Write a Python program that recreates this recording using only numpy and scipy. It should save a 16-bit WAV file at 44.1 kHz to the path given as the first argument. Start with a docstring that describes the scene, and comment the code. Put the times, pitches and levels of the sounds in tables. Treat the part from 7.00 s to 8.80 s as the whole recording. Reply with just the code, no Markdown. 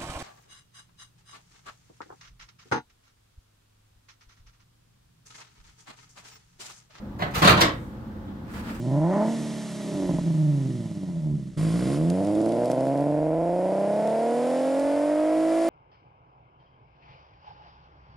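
"""Over a low appliance drone, a microwave oven's handle takes the strain, a few steps from a spaced
microphone pair and a little to the right, in a hard-walled kitchen. The latch hooks scrape, the door
thumps and rattles its sheet-metal case, and the sprung latch snaps home: each contact is a chatter of
tiny impacts smeared by the walls, and the hard ones ring the metal. A faint hiss lingers, the door
comes to rest with a bump, and something rustles softly at the end."""
import sys
import numpy as np
from scipy import signal
from scipy.fft import rfft, irfft, next_fast_len
from scipy.io import wavfile

SR = 44100
rng = np.random.default_rng(int(sys.argv[2]) if len(sys.argv) > 2 else 0)


def transcribe(u):
    """Save the signal u as a 16-bit wav file named by the first command-line argument.

    u: samples, shape (n,) or (channels, n), limited to [-1, 1]; the rate is SR.
    q: integer samples, one column per channel.
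    """
    v = np.clip(np.atleast_2d(u).T, -1, 1)
    q = np.round(v * 32767).astype(np.int16)
    wavfile.write(sys.argv[1], SR, q)


N = 79380

# Contacts at the door: t/s, relative level/dB, rise/s, tilt/(dB per octave)
HANDLE_PRESSES = [(.190, -35.5, 0.0044, -4.5), (.202, -32.5, 0.009, 6.5), (.220, -28.5, 0.0011, 0),
                  (.262, -40.5, 0.0015, -7.5), (.315, -46, 0.0071, 4)]  # the hand loads the door
DOOR_KNOCKS = [(.351, -26, 0.0023, -0.5), (.384, -44, 0.0035, -7), (.416, -11.5, 0.0053, -1),
               (.444, -15, 0.0015, 0.55), (.472, -13, 0.0013, 0.5), (.489, -12, 0.0041, -0.5),
               (.537, -30.5, 0.0035, -3), (.566, -13, 0.0079, -2)]  # the door meets the case
HOOK_SCRAPES = [(.186, -48, 0.0015, 2), (.214, -46, 0.0059, 7), (.262, -52, .004, 4),
                (.304, -52.5, 0.0018, 3), (.334, -30.5, 0.0038, -5.5), (.344, -29, 0.002, 2),
                (.377, -29, 0.0036, -0.5), (.417, -19, .004, -3), (.448, -40, 0.0022, 10),
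                (.486, -32, 0.0021, 17)]  # the hooks ride over their catches
LATCH_SNAPS = [(.592, -29, .007, 2), (.599, -22, 0.0093, 7), (.605, -14, .004, 1.7),
               (.612, -15, 0.0018, -1.02), (.662, -31, 0.0048, 1.5)]  # the sprung latch goes home
REST_BUMPS = [(1.274, -37, .004, 1)]  # the door comes to rest
# Case and counter take the weight: t/s, relative level/dB
CASE_THUMPS = [(0.216, -33), (0.338, -28.5), (0.377, -24.5), (0.418, -20.5), (.455, -40), (.494, -18.5),
               (0.513, -24.5), (0.626, -49)]
# Spectra of the contacts: f/Hz, relative density/dB
PRESS_SPECTRUM = [(120, -4), (200, -22), (330, -0.5), (480, -5), (600, 0.5), (900, 0.5), (1100, -1.5),
                  (1600, -1.5), (2100, -1), (2600, -10), (4200, -9), (5000, -23.5), (9800, -39),
                  (15500, -49)]
KNOCK_SPECTRUM = [(80, -41), (170, 0.5), (240, -11), (320, 0.5), (420, -4.5), (590, -1.5), (850, -3),
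                  (1100, 0), (1900, -3.5), (2700, -5.5), (4200, -5), (5000, -15.5), (7000, -19),
                  (10000, -24), (15500, -32)]
SCRAPE_SPECTRUM = [(300, -8), (1200, 11.5), (3500, 4.5), (5500, 2.5), (8500, -1.5), (10800, -9.5),
                   (13500, 1.5), (16000, -9)]
SNAP_SPECTRUM = [(150, -23), (260, -11), (520, -3.5), (850, -8.5), (1120, -1), (1400, -7.5), (1900, -3.5),
                 (2450, -10), (3800, -3.5), (5600, -6.5), (6600, -9), (8500, -8.5), (10000, -20),
                 (11500, -11.5), (15500, -26)]
BUMP_SPECTRUM = [(60, -10), (120, -6), (240, 4.5), (400, -7.5), (620, -31), (830, -11), (1020, -34),
                 (1320, -16), (2400, -32), (2900, -30), (3650, -21), (4600, -60), (15000, -59)]
THUMP_SPECTRUM = [(20, -21), (45, -5.5), (100, 9.5), (170, 10.5), (250, -10), (340, -5), (550, -14),
                  (1000, -30)]
# How long the parts buzz after a contact: f/Hz, t60/s
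PANEL_DECAY = [(150, 0.1), (1000, 0.084), (4000, 0.059), (12000, 0.063)]
LATCH_DECAY = [(300, 0.15), (2000, 0.1), (6000, 0.028), (14000, 0.028)]
# Modes of the case, and of the latch with its spring: f/Hz, relative level/dB, t60/s
CASE_MODES = [(118.3, -10.5, 0.49), (169.7, -4.5, 0.35), (277, -24, 0.13), (336.5, -15.5, 0.29),
              (466.6, -10, 0.13), (597, -7.5, 0.39), (718, -12.5, 0.43), (1058, -8, 0.4), (1110, -29, 0.14),
              (1224, -14, 0.16), (1458, -15, .4), (1550, -24, 0.29), (2225, -26, 0.18), (2440, -25, 0.56)]
LATCH_MODES = [(420, -14, .45), (525, -11, .65), (1128, -7, .3), (1235, -13, .35), (1885, -8, .3),
               (1927, -13, .35), (2245, -24, .55), (2660, -21, .35), (3675, -29, .65), (3740, -26, .55),
               (3830, -16, .28), (5292, -31, .4)]
# Swell and fade of the hiss: t/s, level/dB
HISS_LEVELS = [(.62, -82), (.72, -61.5), (.85, -64.5), (.95, -74), (1.08, -102)]
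# Course of the rustle: t/s, relative body level/dB, relative fizz level/dB
RUSTLE_LEVELS = [(1.44, -59, -77), (1.458, -64, -79), (1.498, -51.5, -66.5), (1.534, -53, -59),
                 (1.54, -44.5, -56.5), (1.612, -44.5, -57), (1.618, -50.5, -63), (1.702, -41, -57),
                 (1.742, -49.5, -60), (1.75, -45, -54), (1.782, -51, -62.5), (1.8, -52, -58)]
# Spectra of the rustle's body, the high fizz and the appliance drone: f/Hz, relative density/dB
RUSTLE_SPECTRUM = [(30, -3), (70, 11), (130, -19), (230, 15.5), (350, 1), (600, -3.5), (1400, -0.5),
                   (2300, -7.5), (3500, -14.5), (5000, -17), (9000, -40)]
FIZZ_SPECTRUM = [(2500, -13), (5000, -6), (8000, 0), (11000, -6), (14000, -4), (16000, -7)]
DRONE_SPECTRUM = [(15, -31), (30, -17), (45, 3.5), (64, 1.5), (120, 0), (145, -3), (210, 2.5), (270, -4),
                  (340, -4.5), (430, -16.5), (520, -10.5), (620, -18), (850, -16.5), (1500, -21.5),
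                  (2500, -35), (3500, -35), (6000, -43.5), (10000, -49.5), (13000, -45.5), (15500, -47)]
# Motor tones: f/Hz, level/dB
MOTOR_TONES = [(80.5, -51.5), (119.5, -49), (200, -46.5), (222, -49.5), (291, -55), (533, -61), (851, -62),
               (904, -69.5)]
# Reverberation of the kitchen: f/Hz, t60/s
KITCHEN_DECAY = [(100, 0.8), (500, 0.29), (1500, 0.33), (4000, 0.25), (8000, 0.19), (15000, 0.13)]

MIC_GAP_M, SOUND_M_PER_S = 0.15, 343
LEFT_LAG_S, PAN_DB = 0.0004385, 0.62  # a source on the right is later and softer at the left microphone


def door():
    """Handle, panel, hooks and latch, a few steps off and a little to the right."""
    press = amp(11.5) * contacts(HANDLE_PRESSES, PRESS_SPECTRUM, PANEL_DECAY,
                                 direct_db=1, grain_db=2.5, modes=CASE_MODES, ring_db=-9)
    knock = amp(8) * contacts(DOOR_KNOCKS, KNOCK_SPECTRUM, PANEL_DECAY,
                              direct_db=-5.5, grain_db=3, modes=CASE_MODES, ring_db=-12.5)
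    scrape = amp(9) * contacts(HOOK_SCRAPES, SCRAPE_SPECTRUM, PANEL_DECAY, direct_db=-10.5, grain_db=2.5)
    snap = amp(9.5) * contacts(LATCH_SNAPS, SNAP_SPECTRUM, LATCH_DECAY,
                               direct_db=0.5, grain_db=1, modes=LATCH_MODES, ring_db=-19)
    bump = amp(5) * contacts(REST_BUMPS, BUMP_SPECTRUM, PANEL_DECAY, direct_db=-1, grain_db=1.5)
    return pan_right(press + knock + scrape + snap) + bump + thumps()


def contacts(rows, spectrum, decay, direct_db, grain_db, modes=(), ring_db=0, tilt_from_hz=840):
    """Each contact is a dying chatter of tiny impacts; a hard one also rings the metal."""
    out, t = np.zeros((2, N)), np.arange(SR) / SR
    for start, db, rise, tilt in rows:
        impacts = rng.standard_normal(N) * amp(grain_db * wobble(900))
        colour = lambda hz: amp(along(spectrum, hz) + tilt * np.log2(1 + hz / tilt_from_hz))
        chatter = dying(unit(filtered(impacts, colour)), decay)
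        attack = (1 - np.exp(-t / rise)) ** 2
        rattle = kitchen(chatter * attack, direct_db)
        ring = amp(ring_db) * metal_ring(modes, t) * attack
        add(out, start, amp(db) * (rattle + ring))
    return out


def metal_ring(modes, t, flutter_cycles=0.13, scatter_db=1):
    """Unsteady modes, struck differently each time; the higher, the less alike at the two microphones."""
    out = np.zeros((2, len(t)))
    for hz, db, t60 in modes:
        lag_s = LEFT_LAG_S + rng.normal() * MIC_GAP_M / SOUND_M_PER_S / 2
        phase_apart = np.array([[-.5], [.5]]) * hz * lag_s
        cycles = hz * t + rng.random() + phase_apart + flutter_cycles * wobble(31.5)[:len(t)]
        out += amp(db + scatter_db * rng.normal() - 60 * t / t60) * np.sin(2 * np.pi * cycles)
    return out


def thumps(t60=0.11, rise_s=0.0026):
    """Dull pushes through case and counter."""
    out, t = np.zeros((2, N)), np.arange(SR) / SR
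    envelope = amp(-60 * t / t60) * (1 - np.exp(-t / rise_s))
    for start, db in CASE_THUMPS:
        push = noise(THUMP_SPECTRUM)[:SR] * envelope
        push /= np.sqrt(np.sum(push ** 2) / (SR * t60 / 10))  # energy of rms 1 over a tenth of t60
        add(out, start, amp(db) * kitchen(push, direct_db=2))
    return out


def hiss():
    """A faint high hiss hangs on after the snap."""
    times, db = np.transpose(HISS_LEVELS)
    level_db = np.interp(np.arange(N) / SR, times, db, left=-120, right=-120)
    return amp(level_db) * diffuse(FIZZ_SPECTRUM)


def rustle(body_gain_db=7, fizz_gain_db=3, fade_in_s=0.028):
    """Soft rubbing, perhaps of clothing, just right of centre: a dull body and a fine fizz."""
    t = np.arange(N) / SR
    times, body_db, fizz_db = np.transpose(RUSTLE_LEVELS)
    body = amp(np.interp(t, times, body_db) + body_gain_db) * diffuse(RUSTLE_SPECTRUM)
    fizz = amp(np.interp(t, times, fizz_db) + fizz_gain_db) * diffuse(FIZZ_SPECTRUM)
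    fade_in = np.clip((t - times[0]) / fade_in_s, 0, 1)
    return pan_right((body + fizz) * fade_in)


def appliances(drone_db=-38.5, waver_db=2, drift_rad=1):
    """Room tone: a steady low drone all round, with slightly unsteady motor tones in the centre."""
    hum, t = np.zeros(N), np.arange(N) / SR
    for hz, db in MOTOR_TONES:
        peak = np.sqrt(2) * amp(db + waver_db * wobble(7.42))
        phase = 2 * np.pi * (hz * t + rng.random()) + drift_rad * wobble(8.54)
        hum += peak * np.sin(phase)
    return amp(drone_db) * diffuse(DRONE_SPECTRUM) + hum


def kitchen(x, direct_db, build_s=0.001):
    """The direct sound reaches the right microphone first; the walls answer from all sides."""
    t = np.arange(SR) / SR
    white = diffuse([(20, 0), (20000, 0)])
    tail = dying(white, KITCHEN_DECAY) * (1 - np.exp(-t / build_s))
    walls = signal.fftconvolve(x[None], tail / np.linalg.norm(tail[0]), axes=1)[:, :SR]
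    direct = filtered(x, lambda hz: np.exp(-2j * np.pi * hz * np.array([[LEFT_LAG_S], [0]])))
    return (walls + amp(direct_db) * direct) / np.hypot(1, amp(direct_db))


def diffuse(spectrum):
    """Noise from all sides, as the spaced pair hears it: alike in the bass only."""
    coherence = lambda hz: .97 * np.sinc(2 * hz * MIC_GAP_M / SOUND_M_PER_S)
    mid = filtered(noise(spectrum), lambda hz: np.sqrt((1 + coherence(hz)) / 2))
    side = filtered(noise(spectrum), lambda hz: np.sqrt((1 - coherence(hz)) / 2))
    return unit(np.array([mid + side, mid - side]))


def pan_right(x):
    """Left microphone a touch down, right a touch up."""
    return x * amp([[-PAN_DB], [PAN_DB]])


def dying(x, decay):
    """The first second of x, each frequency fading at its own speed."""
    hz, t, bins = signal.stft(x[..., :SR], SR, nperseg=256)
    fade = amp(-60 * t / along(decay, hz)[:, None])
    return signal.istft(bins * fade, SR, nperseg=256)[1][..., :SR]


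def noise(spectrum):
    """Coloured noise of rms 1."""
    return unit(filtered(rng.standard_normal(N), lambda hz: amp(along(spectrum, hz))))


def wobble(rate):
    """A random curve of rms 1, with rate knots a second."""
    knots = rng.standard_normal(int(N * rate / SR) + 4)
    return unit(np.interp(np.arange(N) * rate / SR, np.arange(len(knots)), knots))


def filtered(x, response):
    """x through a complex frequency response."""
    n = x.shape[-1]
    padded = next_fast_len(n + 8192)
    return irfft(rfft(x, padded) * response(np.fft.rfftfreq(padded, 1 / SR)), padded)[..., :n]


def along(points, hz):
    """Interpolates (f/Hz, value) points on a log frequency axis."""
    freqs, values = np.transpose(points)
    return np.interp(np.log(hz + 1), np.log(freqs + 1), values)


def add(track, start_s, x):
    """Mixes x into the track at start_s."""
    part = track[:, round(start_s * SR):][:, :x.shape[-1]]
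    part += x[..., :part.shape[-1]]


def amp(db):
    """Decibels to gain."""
    return 10 ** (np.asarray(db) / 20)


def unit(x):
    """x at rms 1."""
    return x / np.sqrt(np.mean(x ** 2) + 1e-20)


def scene():
    """The door over the sounds of the kitchen, as they reach the microphones."""
    return door() + hiss() + rustle() + appliances()


def record(dry):
    """The recorder clips at full scale and keeps nothing above 15.8 kHz."""
    return filtered(np.clip(dry, -1, 1), lambda hz: hz < 15800)


dry = scene()
out = record(dry)
transcribe(out)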